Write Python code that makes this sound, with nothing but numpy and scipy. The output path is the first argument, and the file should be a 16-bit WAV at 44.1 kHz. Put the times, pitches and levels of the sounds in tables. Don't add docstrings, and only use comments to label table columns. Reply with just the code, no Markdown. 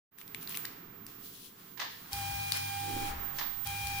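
import sys
import numpy as np
from scipy import signal
from scipy.fft import rfft, irfft, next_fast_len
from scipy.io import wavfile
from scipy.ndimage import map_coordinates

SR = 44100
rng = np.random.default_rng(int(sys.argv[2]) if len(sys.argv) > 2 else 0)


def int16_out(signal):
    q = np.round(np.clip(np.atleast_2d(signal).T, -1, 1) * 32767)
    wavfile.write(sys.argv[1], SR, q.astype(np.int16))


N = 176400

# start/s, stop/s
FEEDS = [(2.114, 3.093), (3.647, 4.1)]
# t/s, left/dB, right/dB, left lead/rad
STEP_TONE = [(2.14, -44, -42, -.5), (2.2, -37.5, -51, 0), (2.24, -37, -61, -2.7), (2.35, -36, -45.5, -2.7),
             (2.58, -41, -40.5, -3.5), (2.68, -42, -42, -3.6), (2.74, -48, -38, -5),
             (2.92, -45.5, -38.5, -5.5), (3.08, -45, -37.5, -5.7), (3.68, -49, -40, -6.5),
             (3.77, -55, -43, -6.3), (3.86, -45, -41, -6.7), (4, -44.5, -41.5, -6.3)]
# t/s, left/dB, right/dB, left lead/rad
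WHINE = [(2.25, -55, -44, -2), (2.422, -43.5, -42, -2.5), (2.6, -49, -41, -2), (2.86, -48, -50.5, 0.6),
         (3.08, -45, -51.5, 1.3), (3.68, -42.5, -51, 1.6), (3.82, -39.5, -49, -0.5), (4, -37.5, -63, 1.8)]
# multiple, left/dB, right/dB
OVERTONES = [(2, -56.5, -58.5), (4, -51, -56.5), (5, -61, -62), (6, -63, -58), (7, -69, -59.5)]
# f/Hz, level/dB
THRUM = [(100.1, -49), (152.3, -56.5), (901.5, -63), (1552, -70)]

# f/Hz, gain/dB
HISS_SPECTRUM = [(300, -8), (600, -16), (900, -2), (2000, -1.5), (3600, 0.5), (5200, -2), (8000, -4),
                 (11200, -5), (12500, -7.5), (14000, -5)]
# f/Hz, L-R/dB
HISS_PAN = [(400, -4.5), (2400, -3.5), (4400, 1), (8100, 2), (11000, 14), (14000, -5.5)]
# f/Hz, gain/dB
CHOPPER_SPECTRUM = [(12000, -45), (14200, -45), (15000, 0), (15400, -5), (15750, -14), (15900, -51)]
# t/s, level/dB
WHISTLE_LEVEL = [(.11, -67), (.2, -49.5), (.5, -40.5), (.87, -50.5), (1.1, -44), (1.5, -50), (2.1, -49),
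                 (3.1, -48), (3.22, -35.5), (3.33, -38.5), (3.66, -34.5)]
# t/s, f/Hz
WHISTLE_PITCH = [(0, 15150), (3, 15151), (3.1, 15190), (3.2, 15138), (3.65, 15130)]

# t/s, relative level/dB, treble/dB, L-R/dB
TICKS = [(2.131, -20, -6, 4), (2.5205, -14, -22.5, 8), (2.571, -30, 4, 19.5), (3.672, -27.5, 10, 15.5),
         (3.8705, -24.5, -13, 6.5), (3.985, -31, -22, 7)]
# f/Hz, gain/dB
TICK_SPECTRUM = [(400, -29), (2500, -18), (4000, -4.5), (5200, 0.5), (6200, -7), (9500, -3.5), (11400, 4.5),
                 (14000, -12), (17000, -17)]
# t/s, length/s, level/dB, L-R/dB
WEB_SLIPS = [(2.525, 0.047, -41, 4)]
# f/Hz, gain/dB
WEB_SPECTRUM = [(500, -12.5), (1400, -1.5), (3000, -1.5), (5000, -8), (12000, -8.5), (16000, -23)]

# t/s, relative level/dB
RUMBLE_LEVEL = [(2.05, -108), (2.146, -43), (4.0, -47.5)]
# f/Hz, gain/dB
RUMBLE_SPECTRUM = [(30, -20), (50, -5), (69, -5), (88, -7), (135, 6), (180, -7), (260, -6),
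                   (500, -40), (900, -64)]
# t/s, level/dB
JOLTS = [(2.128, -45), (2.324, -43), (2.378, -52), (3.1, -42.5), (3.15, -43), (3.663, -45.5), (3.83, -41.5)]
# t/s, level/dB
SWAY_LEVEL = [(2.8, -91), (2.95, -48), (3.08, -45.5), (3.25, -54), (3.55, -55.5), (3.75, -70), (4, -53)]
# t/s, length/s, level/dB, L-R/dB
TABLE_RUBS = [(2.79, 0.18, -44.5, -1.5), (2.92, .14, -50, 3)]
# f/Hz, gain/dB
TABLE_SPECTRUM = [(185, -16), (218, -5.5), (287, 5), (308, -3), (329, 8.5), (350, -22), (372, -1.5),
                  (440, -7.5), (520, -16.5), (900, -49)]

# t/s, relative level/dB, treble/dB, L-R/dB
SNAPS = [(1.794, -34, -4, -18), (1.7985, -25.5, 2, 13), (1.811, -29.5, -7, -2), (1.816, -27, -15, -9),
         (1.842, -32, -1, 4), (3.385, -28.5, 10, 18.5), (3.3935, -28.5, 0, -11), (3.411, -27.5, -31, -8)]
# t/s, length/s, level/dB, L-R/dB
PEELS = [(1.772, 0.026, -54, -16.5), (1.7995, 0.027, -41.5, 3), (3.39, 0.045, -49.5, 4)]
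# f/Hz, gain/dB
LABEL_SPECTRUM = [(300, -36), (520, -11.5), (720, -8.5), (880, -2), (1130, -2.5), (1430, -9.5), (1770, 0),
                  (1970, -2.5), (2350, -10), (3550, -6), (4800, -8), (6500, -14.5), (8000, -23.5),
                  (13000, -25), (16000, -47)]
# t/s, relative level/dB, treble/dB, L-R/dB, ring/Hz
CLICKS = [(.1855, -35.5, 12, 14, 1770), (.214, -34, 0, 11, 2480), (.278, -36, 11, 11, 4120),
          (.3465, -24, -4, 17.5, 2830), (.428, -34, -10, 18, 11000), (.4745, -26, -12, 10.5, 4400),
          (.4938, -28.5, 4, 18, 11200), (.545, -25, -8, 3, 2740), (.564, -32, 4, 5, 11600),
          (.5724, -18, 15.5, 10.5, 2560), (.6502, -23.5, -16, 1, 1900), (.6532, -23.5, -8, 15, 4800),
          (1.0655, -28, 8, 4, 5400)]
# f/Hz, gain/dB
CLICK_SPECTRUM = [(200, -18), (1000, -11.5), (1800, -0.5), (2800, -4), (4500, -5.5), (7500, -8),
                  (11000, -0.5), (15000, -11), (17000, -35)]
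# t/s, length/s, level/dB, L-R/dB
HAND_RUBS = [(.17, 0.25, -66.5, 14), (.405, 0.014, -56.5, 10), (.48, 0.072, -50.5, 10.5),
             (.58, 0.16, -61.5, 6), (1.07, 0.13, -60.5, 2)]
# f/Hz, gain/dB
HAND_SPECTRUM = [(600, -40), (1120, 2.5), (2110, -9), (2550, 2.5), (4630, 0.5), (8190, -5), (11000, 0.5),
                 (14500, -5.5)]
# t/s, length/s, level/dB, L-R/dB
CRINKLES = [(.502, .004, -41, 10), (.51, .002, -43, 10), (.52, .005, -47, 10), (.548, .005, -39.5, 12),
            (.5575, .004, -39.5, 12)]
# f/Hz, gain/dB
PAPER_SPECTRUM = [(900, -22), (1900, -9), (2800, 4), (4000, -5), (7500, -11), (11200, -5), (16000, -18)]
# t/s, length/s, level/dB, L-R/dB
SLEEVE_RUBS = [(1.19, 0.29, -53.5, 5.4), (1.56, 0.16, -60.5, 1.08), (1.88, 0.36, -57, 3.8),
               (3.33, 0.075, -51, 4.6), (3.5, .15, -59, 2)]
# f/Hz, gain/dB
SLEEVE_SPECTRUM = [(1200, -48), (2300, -7), (3100, 4), (4500, 2.5), (9000, -3.5), (10800, 4), (14500, -4.5)]

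# t/s, low band/dB, mid band/dB
BACKGROUND_LEVEL = [(.11, -76, -73.5), (.2, -65.5, -63), (.37, -55, -57), (.6, -57, -53),
                    (.96, -55.5, -58.5), (1.2, -58.5, -59.5), (1.5, -61, -65.5), (1.62, -62, -59),
                    (1.74, -58.5, -63.5), (1.85, -60, -65.5), (2.1, -60.5, -53.5), (2.75, -69.5, -70),
                    (3.1, -55, -44), (3.4, -58, -50.5), (3.6, -66.5, -54), (4, -58.5, -58)]
# f/Hz, gain/dB
LOW_SPECTRUM = [(25, -8), (70, -13.5), (90, -10.5), (110, 1), (140, -4.5), (166, 2), (184, -3.5), (202, 3),
                (230, -4), (285, -2.5), (340, -6), (430, -6), (650, -29), (1500, -51)]
# f/Hz, gain/dB
MID_SPECTRUM = [(300, -12), (700, -8.5), (1100, -2.5), (1900, -6), (3000, -13.5), (12000, -27.5),
                (16000, -57)]
# f/Hz, T60/s
ROOM_T60 = [(150, 0.45), (1000, 0.39), (4000, 0.63), (8000, 0.47), (15000, 0.11)]

STEP_HZ, SPIN_UP_S, SPIN_DOWN_S = 801.3, 0.028, 0.0051
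TIME_S = np.arange(N) / SR
SIDES = np.array([[.5], [-.5]])


def amp(db):
    return 10 ** (np.asarray(db) / 20)


def pan(side_db):
    return amp(SIDES * side_db)


def unit(x):
    return x / np.sqrt(np.mean(x ** 2) + 1e-20)


def along(points, hz):
    knots_hz, values = np.transpose(points)
    return np.interp(np.log(hz + 1), np.log(knots_hz + 1), values)


def curves(rows):
    knots_s, *columns = np.transpose(rows)
    return [np.interp(TIME_S, knots_s, column) for column in columns]


def wobble(rate_hz):
    return map_coordinates(rng.standard_normal(int(N * rate_hz / SR) + 4), [TIME_S * rate_hz])


def gate(start_s, stop_s, rise_s, fall_s):
    return np.clip((TIME_S - start_s) / rise_s, 0, 1) * np.exp(-np.maximum(TIME_S - stop_s, 0) / fall_s)


def tone(hz, lead_rad=0):
    cycles = np.cumsum(hz * np.ones(N)) / SR + rng.random()
    return np.sqrt(2) * np.sin(2 * np.pi * cycles + lead_rad)


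def filtered(x, response):
    size = next_fast_len(N + SR // 2)
    return irfft(rfft(x, size) * response(np.fft.rfftfreq(size, 1 / SR)), size)[..., :N]


def white(size, corr):
    return np.sqrt(corr) * rng.standard_normal(size) + np.sqrt(1 - corr) * rng.standard_normal((2, size))


def noise(spectrum, corr):
    return unit(filtered(white(N, corr), lambda hz: amp(along(spectrum, hz))))


def room(x):
    hz, t, bins = signal.stft(rng.standard_normal((2, SR // 2)), SR, nperseg=256)
    tail = signal.istft(bins * amp(-60 * t / along(ROOM_T60, hz)[:, None]), SR, nperseg=256)[1]
    tail *= np.clip(np.arange(tail.shape[1]) / SR / 0.0039, 0, 1)
    return signal.fftconvolve(x[None], tail / np.linalg.norm(tail[0]), axes=1)[:, :N]


def impacts(rows, spectrum, t60_s, gain_db, wet_db, corr):
    size, rise_s, ring_db, ring_oct = 4096, .0008, 9.5, 0.5
    t, hz = np.arange(size) / SR, np.fft.rfftfreq(size, 1 / SR)
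    attack, decay = 1 - np.exp(-t / rise_s), amp(-60 * t / t60_s)
    shelf = hz ** 2 / (hz ** 2 + 6000 ** 2)
    out = np.zeros((2, N + SR))
    for start_s, db, treble_db, side_db, *rings_hz in rows:
        bump_db = sum(ring_db * np.exp(-(np.log2((hz + 1) / f) / ring_oct) ** 2) for f in rings_hz)
        cepstrum = irfft(np.log(amp(along(spectrum, hz) + bump_db + treble_db * shelf)))
        body = np.exp(rfft(np.r_[cepstrum[0], 2 * cepstrum[1:size // 2]], size))
        crack = irfft(rfft(white(size, corr) * decay * attack) * body)
        crack = pan(side_db) * crack / np.linalg.norm(crack, axis=1, keepdims=True)
        impulse = irfft(body)
        tail = amp(wet_db) * room(impulse / np.linalg.norm(impulse))
        gain = amp(db + gain_db) * np.linalg.norm(decay)
        for part in (crack, tail):
            out[:, round(start_s * SR):][:, :part.shape[1]] += gain * part
    return out[:, :N]


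def rubs(rows, spectrum, rise_s, fall_s, grain_db):
    envelope = sum(amp(db) * pan(side_db) * gate(start_s, start_s + length_s, rise_s, fall_s)
                   for start_s, length_s, db, side_db in rows)
    return envelope * unit(noise(spectrum, corr=0.061) * amp(grain_db * wobble(500) + 1.8 * wobble(24.48)))


def motor(ring_db=-49.5, ring_s=0.045, linger_db=-54.5, linger_s=0.29, wet_db=-11.5):
    step_hz = STEP_HZ * (1 + 0.001 * wobble(30.89))
    tones = np.zeros((2, N))
    for multiple, rows in ((1, STEP_TONE), (3, WHINE)):
        left_db, right_db, lead_rad = curves(rows)
        level_db = np.array([left_db, right_db]) + .6 * wobble(260)
        tones += amp(level_db) * tone(multiple * step_hz, SIDES * lead_rad)
    for multiple, left_db, right_db in OVERTONES:
        phase_rad = SIDES * 1.2 + .4 * wobble(60)
        level_db = np.array([[left_db], [right_db]]) + 2.3 * wobble(16)
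        tones += amp(level_db) * tone(multiple * step_hz, phase_rad)
    for hz, db in THRUM:
        tones += amp(db + 1.7 * wobble(29.79)) * tone(hz * step_hz / STEP_HZ, 0.37 * wobble(30))
    tones *= sum(gate(start_s, stop_s, SPIN_UP_S, SPIN_DOWN_S) for start_s, stop_s in FEEDS)
    after_stop = sum(amp(ring_db) * gate(stop_s, stop_s + ring_s, SPIN_DOWN_S, SPIN_DOWN_S)
                     + amp(linger_db) * gate(stop_s, stop_s, SPIN_DOWN_S, linger_s) for _, stop_s in FEEDS)
    ring = after_stop * pan(9.7) * tone(STEP_HZ)
    tail = room(filtered(tones.mean(axis=0), lambda hz: hz > 300))
    return tones + ring + amp(wet_db) * tail


def driver(hiss_db=-42.5, fizz_db=-47.5, whistle_left_db=-19):
    running = sum(gate(start_s - .006, stop_s, rise_s=0.018, fall_s=.035) for start_s, stop_s in FEEDS)
    resting = 1 - sum(gate(start_s, stop_s, SPIN_DOWN_S, SPIN_DOWN_S) for start_s, stop_s in FEEDS)
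    hiss = filtered(noise(HISS_SPECTRUM, corr=0.068), lambda hz: pan(along(HISS_PAN, hz)))
    hiss *= amp(hiss_db + 0.12 * wobble(5.62) + 0.66 * wobble(400))
    fizz = amp(fizz_db) * pan(-6.5) * noise(CHOPPER_SPECTRUM, corr=0)
    whistle_db = curves(WHISTLE_LEVEL)[0]
    whistle_hz = curves(WHISTLE_PITCH)[0] + 3 * wobble(40)
    whistle = np.array([amp(whistle_db + side_db + 2.8 * wobble(11) + 1.1 * wobble(70)) * tone(whistle_hz)
                        for side_db in (whistle_left_db, 0)])
    return running * (hiss + fizz) + resting * whistle


def feed_mechanism():
    ticks = impacts(TICKS, TICK_SPECTRUM, t60_s=0.0064, gain_db=-2.5, wet_db=-3.5, corr=0.26)
    return ticks + rubs(WEB_SLIPS, WEB_SPECTRUM, rise_s=0.018, fall_s=0.027, grain_db=-0.5)


def table(frame_hz=66.3, sway_hz=17):
    rumble = amp(curves(RUMBLE_LEVEL)[0] - 12.5) * noise(RUMBLE_SPECTRUM, corr=1)
    jolts = sum(amp(db) * gate(t, t, rise_s=0.0059, fall_s=0.062) * tone(frame_hz) for t, db in JOLTS)
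    sway = tone(sway_hz) + .5 * noise([(10, 6), (20, 2), (30, 4), (50, -33)], corr=1)
    sway *= amp(curves(SWAY_LEVEL)[0])
    rubbing = rubs(TABLE_RUBS, TABLE_SPECTRUM, rise_s=0.11, fall_s=0.063, grain_db=4)
    return rumble + jolts + sway + rubbing


def label():
    snaps = impacts(SNAPS, LABEL_SPECTRUM, t60_s=.035, gain_db=-8.5, wet_db=3.5, corr=1)
    return snaps + rubs(PEELS, LABEL_SPECTRUM, rise_s=0.0016, fall_s=.012, grain_db=3.2)


def handling():
    clicks = impacts(CLICKS, CLICK_SPECTRUM, t60_s=0.0052, gain_db=-6, wet_db=-6, corr=0.49)
    return clicks + rubs(HAND_RUBS, HAND_SPECTRUM, rise_s=0.011, fall_s=0.062, grain_db=0)


def paper():
    return rubs(CRINKLES, PAPER_SPECTRUM, rise_s=0.0019, fall_s=0.0023, grain_db=3.2)


def sleeve():
    return rubs(SLEEVE_RUBS, SLEEVE_SPECTRUM, rise_s=0.043, fall_s=0.057, grain_db=0.5)


def background():
    low_db, mid_db = curves(BACKGROUND_LEVEL)
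    return amp(low_db) * noise(LOW_SPECTRUM, corr=0.92) + amp(mid_db) * noise(MID_SPECTRUM, corr=0.044)


def scene():
    machine = motor() + driver() + feed_mechanism() + table()
    hand = label() + handling() + paper() + sleeve()
    return machine + hand + background()


def record(dry):
    start_s, fade_s, cutoff_hz = .11, 0.017, 15850
    return filtered(dry * np.clip((TIME_S - start_s) / fade_s, 0, 1), lambda hz: hz < cutoff_hz)


dry = scene()
out = record(dry)
int16_out(out)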